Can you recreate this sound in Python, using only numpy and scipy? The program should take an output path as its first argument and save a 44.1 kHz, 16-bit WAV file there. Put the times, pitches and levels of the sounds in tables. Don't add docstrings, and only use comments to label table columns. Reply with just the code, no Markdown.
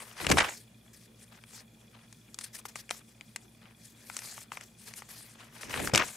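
import sys
import numpy as np
from scipy import signal
from scipy.fft import rfft, irfft, next_fast_len
from scipy.io import wavfile

SR = 44100
rng = np.random.default_rng(int(sys.argv[2]) if len(sys.argv) > 2 else 0)


def gain_from_decibels(decibels):
    exponent = np.asarray(decibels, float) / 20
    return 10 ** exponent


def wav_record(signal):
    frames = np.transpose(np.atleast_2d(signal))
    bounded = np.clip(frames, -1, 1)
    quanta = np.round(bounded * 32767).astype(np.int16)
    wavfile.write(sys.argv[1], SR, quanta)


N = 271656


def rms_one(x):
    return x / np.sqrt(np.mean(x ** 2) + 1e-20)


def at_hz(points, hz):
    table_hz, values = np.transpose(points)
    return np.interp(np.log(hz), np.log(table_hz), values)


def drift(rate_hz):
    r = np.exp(-40 * np.pi * rate_hz / SR)
    noise = rng.standard_normal(N // 20 + 2002)
    slow = signal.lfilter([1], [1, -2 * r, r * r], noise)[2000:]
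    return np.interp(np.arange(N) / 20, np.arange(len(slow)), rms_one(slow))


def resonance(x, hz, width_hz):
    r = np.exp(-np.pi * width_hz / SR)
    zeros = (1 - r * r) / 2 * np.array([1, 0, -1])
    poles = [1, -2 * r * np.cos(2 * np.pi * hz / SR), r * r]
    return signal.lfilter(zeros, poles, x)


def coloured(source, spectrum, likeness, patchy_db, per_s):
    out = 0
    edges = 20 * 2 ** np.arange(0, 9.9, 1 / 3)
    for k, (low, high) in enumerate(zip(edges, edges[1:])):
        hz = np.sqrt(low * high)
        if spectrum[0][0] < hz < spectrum[-1][0]:
            band = signal.butter(2, [low, high], "band", fs=SR, output="sos")
            mid, side = signal.sosfilt(band, source[k % 2])
            alike = np.clip(at_hz(likeness, hz), 0, 1)
            stereo = np.sqrt(1 + alike) * mid + np.sqrt(1 - alike) * side * [[1], [-1]]
            out = out + gain_from_decibels(at_hz(spectrum, hz) + patchy_db * drift(per_s)) * stereo
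    return rms_one(out)


def fibres(grain_db, clump_db, clump_per_s):
    grains_db = grain_db * np.minimum(rng.exponential(1, N), 6)
    sizes = gain_from_decibels(grains_db + clump_db * drift(clump_per_s))
    return sizes * rng.standard_normal((2, 2, N))


def swell(start, top, stop, rise_db, sag_db, stop_db_per_s):
    times = [start, max(top, start + 1e-3), max(stop, top + 2e-3), stop + 1]
    levels_db = [-rise_db, 0, -sag_db, -sag_db - stop_db_per_s]
    return gain_from_decibels(np.interp(np.arange(N) / SR, times, levels_db, left=-200))


# f/Hz, relative level per Hz/dB
FLOOR_SPECTRUM = [(18, -21.5), (60, -17.5), (170, -5), (300, -12.5), (640, -19), (1000, -26.5),
                  (4000, -28.5), (17000, -36)]
# f/Hz, correlation
FLOOR_ALIKE = [(200, 0.97), (700, 0.35), (1600, .1), (15000, 0.81)]


def floor_noise():
    white = rng.standard_normal((2, 2, N))
    return gain_from_decibels(-62) * coloured(white, FLOOR_SPECTRUM, FLOOR_ALIKE, patchy_db=2.5, per_s=12)


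# f/Hz, rms level before wavering/dB
HUM_LINES = [(58.5, -74), (112.5, -66.5), (120, -67.5), (220.4, -68), (229.6, -68.5)]


def hum():
    t = np.arange(N) / SR
    out = 0
    for hz, db in HUM_LINES:
        gain = np.sqrt(2) * gain_from_decibels(db + 1.0 * drift(3.0))
        out = out + gain * np.sin(2 * np.pi * hz * t + rng.uniform(0, 2 * np.pi))
    return out


# f/Hz, width/Hz, rms level/dB
TICK_RINGS = [(2430, 73, -76), (3397, 150, -73.5)]
TICK_PER_S, TICK_START_S = 30000 / 1001, .0105
TICK_WEAK_DB, TICK_NOISE_SHARE = -7, 0.5


def camera_tick():
    at = np.arange(TICK_START_S * SR, N - 1, SR / TICK_PER_S).astype(int)
    clicks = np.zeros(N)
    clicks[at] = gain_from_decibels(TICK_WEAK_DB * (np.arange(len(at)) % 2))
    drive = rms_one(clicks) + TICK_NOISE_SHARE * rng.standard_normal(N)
    out = 0
    for hz, width_hz, db in TICK_RINGS:
        ring = resonance(resonance(drive, hz, width_hz), hz, 2 * width_hz)
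        out = out + gain_from_decibels(db) * rms_one(ring)
    return out


WHINE_HZ, WHINE_WANDER_HZ = 9900, 110
WHINE_DB, WHINE_THROB = -77, .8


def whine():
    throb = 1 + WHINE_THROB * np.sin(4 * np.pi * TICK_PER_S * np.arange(N) / SR)
    hz = WHINE_HZ + WHINE_WANDER_HZ * drift(40)
    return gain_from_decibels(WHINE_DB) * throb * np.sin(2 * np.pi * np.cumsum(hz) / SR)


# f/Hz, relative level per Hz/dB
AIR_SPECTRUM = [(18, -19), (100, -8), (300, -10.5), (900, -26)]
# f/Hz, correlation
AIR_ALIKE = [(100, .85), (350, .2)]
# start t/s, strongest t/s, stop t/s, level at strongest/dB
AIR_GUSTS = [(.2, 0.28, 0.35, -35), (0.29, 0.298, 0.42, -22.5), (5.64, 5.813, 6.01, -36),
             (5.932, 5.935, 6.04, -30)]
GUST_RISE_DB, GUST_SAG_DB, GUST_STOP_DB_PER_S = 20, 16.5, 299.5


def flap():
    air = coloured(fibres(0., 3.0, 50), AIR_SPECTRUM, AIR_ALIKE, patchy_db=1.5, per_s=15)
    gain = 0
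    for *times, db in AIR_GUSTS:
        gain = gain + gain_from_decibels(db) * swell(*times, GUST_RISE_DB, GUST_SAG_DB, GUST_STOP_DB_PER_S)
    return air * gain


LANDINGS_S, POCKET_S = (.39, 5.975), .07
POCKET_FROM_HZ, POCKET_TO_HZ = 2100, 1051


def pocket():
    out = 0
    band = drift(320)
    for s in LANDINGS_S:
        closed = (np.arange(N) / SR - s) / POCKET_S
        hz = POCKET_FROM_HZ * (POCKET_TO_HZ / POCKET_FROM_HZ) ** np.clip(closed, 0, 1)
        out = out + (closed > 0) * (closed < 1) * band * np.cos(2 * np.pi * np.cumsum(hz) / SR)
    return out


# start t/s, hardest t/s, stop t/s,
# dull rustle level at hardest/dB, bright hiss level at hardest/dB
FINGER_STROKES = [(0, -0.001, .16, -50.5, -52), (.93, 0.933, 1.066, -77.5, -57.5),
                  (1.157, 1.242, 1.24, -62, -53.5), (1.31, 1.316, 1.38, -57, -61),
                  (1.46, 1.567, 1.62, -56.5, -49), (1.925, 1.934, 2.06, -59, -75),
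                  (2.376, 2.41, 2.485, -57.5, -49.5), (2.434, 2.441, 2.453, -54, -39),
                  (2.53, 2.554, 2.57, -53, -39), (2.57, 2.59, 2.605, -59, -49),
                  (2.651, 2.658, 2.668, -60, -42), (2.681, 2.686, 2.699, -53, -44.5),
                  (2.753, 2.76, 2.812, -55.5, -45.5), (2.905, 2.9, 2.993, -53.5, -48),
                  (3.602, 3.632, 3.7, -56, -86), (3.75, 3.855, 3.93, -73.5, -54.5),
                  (3.952, 4.177, 4.28, -56, -47), (4.208, 4.218, 4.437, -55, -45.5),
                  (4.515, 4.52, 4.585, -52, -47), (4.598, 4.609, 4.64, -53, -55),
                  (4.624, 4.639, 4.44, -63, -43), (4.767, 4.817, 5.2, -67, -57),
                  (4.848, 4.877, 4.905, -51, -44.5), (4.954, 4.979, 5.008, -55, -43),
                  (5.084, 5.09, 5.34, -58, -50), (5.326, 5.408, 5.48, -51, -59),
                  (5.504, 5.559, 5.62, -51.5, -51.5)]
STROKE_RISE_DB, STROKE_SAG_DB = 17.5, 7
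STROKE_STOP_DB_PER_S = (398, 2500)
# t/s, dull rustle level/dB, bright hiss level/dB
PAGE_TURNS = [
    [(0.157, -55, -55.5), (0.213, -37.5, -41), (0.284, -42, -48), (0.293, -27, -30), (0.309, -36, -42),
     (0.318, -22, -24), (0.331, -40, -43), (0.364, -43, -42), (0.387, -14.5, -24), (0.397, -27, -36),
     (0.405, -20, -35), (0.433, -35, -45), (0.5, -41, -44), (0.64, -90, -58)],
    [(5.61, -46, -44), (5.692, -52, -57), (5.697, -44, -46), (5.736, -43, -47), (5.744, -38, -47),
     (5.856, -43, -39), (5.893, -42, -46), (5.901, -46, -64), (5.933, -47, -68), (5.938, -26, -28),
     (5.97, -33, -40), (6.018, -25.5, -41), (6.054, -47, -43), (6.159, -59, -48.5)],
]
FIDGET_DB, FIDGET_WANDER_DB, FIDGET_PER_S = (-75, -70), 3.0, 4.9


def handling():
    wander = np.array([drift(FIDGET_PER_S), drift(FIDGET_PER_S)])
    power = gain_from_decibels(np.array(FIDGET_DB)[:, None] + FIDGET_WANDER_DB * wander) ** 2
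    for start, top, stop, *levels_db in FINGER_STROKES:
        gains = [gain_from_decibels(db) * swell(start, top, stop, STROKE_RISE_DB, STROKE_SAG_DB, dying)
                 for db, dying in zip(levels_db, STROKE_STOP_DB_PER_S)]
        power = power + np.array(gains) ** 2
    for s, *columns in map(np.transpose, PAGE_TURNS):
        curves = [np.interp(np.arange(N) / SR, s, db, left=-120, right=-120) for db in columns]
        power = power + gain_from_decibels(np.array(curves)) ** 2
    return 10 * np.log10(power)


# f/Hz, relative level per Hz/dB
RUSTLE_SPECTRUM = [(300, -13), (500, -8), (1200, -6), (2400, -6), (3500, -14), (7000, -25)]
# f/Hz, relative level per Hz/dB
HISS_SPECTRUM = [(1500, -1), (3000, -7.5), (5000, 0), (9500, -0.5), (12500, -6), (16500, -17)]
# f/Hz, correlation
PAPER_ALIKE = [(400, 0.99), (1400, 0.56), (15000, 0.93)]
POCKET_SHARE = 1.06


def rubbing():
    dull_db, bright_db = handling()
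    rustle = coloured(fibres(3.47, 3.6, 90), RUSTLE_SPECTRUM, PAPER_ALIKE, patchy_db=2.0, per_s=39)
    hiss = coloured(fibres(2.2, 1.8, 60), HISS_SPECTRUM, PAPER_ALIKE, patchy_db=3, per_s=12)
    darker = rms_one(signal.sosfilt(signal.butter(2, 6500, fs=SR, output="sos"), hiss))
    whole_sheet = np.clip((dull_db + 34) / 10, 0, 1)
    bright = hiss + whole_sheet * (darker - hiss)
    return gain_from_decibels(dull_db) * (rustle + POCKET_SHARE * pocket()) + gain_from_decibels(bright_db) * bright


# t/s, peak level before panning/dB, buckle f/Hz, crack level over the ring/dB
CREASE_SNAPS = [(0.267, -13, 1980, -12), (0.301, -13, 500, 3), (0.315, -6.5, 1020, 4),
                (0.322, -12, 1500, 2), (0.372, -11, 700, -8), (1.438, -38.5, 1750, -8.5),
                (2.127, -34.5, 1500, 10), (2.344, -30, 2410, 10), (2.388, -23, 2430, 1.5),
                (2.411, -30, 1390, 12), (2.654, -26, 835, -2), (2.757, -24, 900, 4), (2.893, -29, 1600, -1),
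                (2.905, -26, 2200, 4), (2.909, -15, 2180, -3), (3.21, -31.5, 2080, -10.5),
                (3.361, -21, 1760, 6.5), (4.099, -28, 1400, -8), (4.167, -19, 2470, 1),
                (4.19, -25.5, 1500, 9), (4.379, -31.5, 900, -6), (4.519, -25, 1000, -4),
                (4.572, -25, 1200, -5), (4.611, -32.5, 1890, 2.5), (4.938, -29.5, 1950, 2.5),
                (5.021, -31, 950, -2), (5.741, -19, 1500, -14), (5.801, -21, 510, -12),
                (5.874, -16, 1300, 3), (5.896, -27, 700, 0), (5.936, -15, 500, -3), (5.949, -5, 2240, -4),
                (5.958, -6.5, 1960, 7), (5.977, -4.5, 2400, -7)]


def peak_one(x):
    return x / abs(x).max()


def snaps():
    size = 1500
    out = np.zeros((2, N + size))
    t = np.arange(size) / SR
    body_band = signal.butter(2, [480, 2600], "band", fs=SR, output="sos")
    crack_band = signal.butter(3, [3000, 8500], "band", fs=SR, output="sos")
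    for s, db, hz, crack_db in CREASE_SNAPS:
        burst = rng.standard_normal((2, size)) * (np.exp(-t / .0011) + .38 * np.exp(-t / .004))
        burst[:, 0] = 3.5
        burst = burst[0] + 0.23 * burst[1] * [[1], [-1]]
        buckle = resonance(resonance(burst, hz, 0.7 * hz), hz, 2 * hz)
        body = signal.sosfilt(body_band, burst)
        crack = signal.sosfilt(crack_band, burst)
        sound = peak_one(buckle) + gain_from_decibels(crack_db) * peak_one(crack) + gain_from_decibels(-3) * peak_one(body)
        first = round(s * SR)
        out[:, first:first + size] += gain_from_decibels(db) * peak_one(sound)
    return out[:, :N]


ROOM_T60_S, ROOM_DB, WALL_CUT_HZ = 0.23, -19, 1670


def room(x):
    size = next_fast_len(N + SR // 2)
    hz = np.arange(size // 2 + 1) * SR / size
    sound = rfft(x, size)
    out = np.zeros((2, N))
    for k, lag in enumerate(rng.uniform(.006, .03, 12)):
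        wall = gain_from_decibels(-60 * lag / ROOM_T60_S) / (1 + 1j * hz / WALL_CUT_HZ)
        loop = wall * np.exp(-2j * np.pi * hz * lag)
        out[k % 2] += irfft(sound * loop / (1 - loop), size)[:N] * (-1) ** (k // 2)
    return gain_from_decibels(ROOM_DB) * out


# t/s, left over right level/dB
PAPER_PAN = [(.27, 4), (.46, -1), (.6, 3.5)]


def scene():
    paper = rubbing() + snaps()
    pan_db = np.interp(np.arange(N) / SR, *np.transpose(PAPER_PAN))
    panned = paper * gain_from_decibels(pan_db / 2 * np.array([[1], [-1]]))
    paper = panned + room(paper.mean(axis=0))
    return paper + flap() + floor_noise() + hum() + camera_tick() + whine()


def top_cut(x):
    return signal.sosfilt(signal.butter(12, 16500, fs=SR, output="sos"), x)


def record(dry):
    rounded = .8 * np.tanh(dry / .8)
    cut = signal.sosfilt(signal.cheby2(16, 60, 16150, fs=SR, output="sos"), rounded)
    return top_cut(cut)


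dry = scene()
out = record(dry)
wav_record(out)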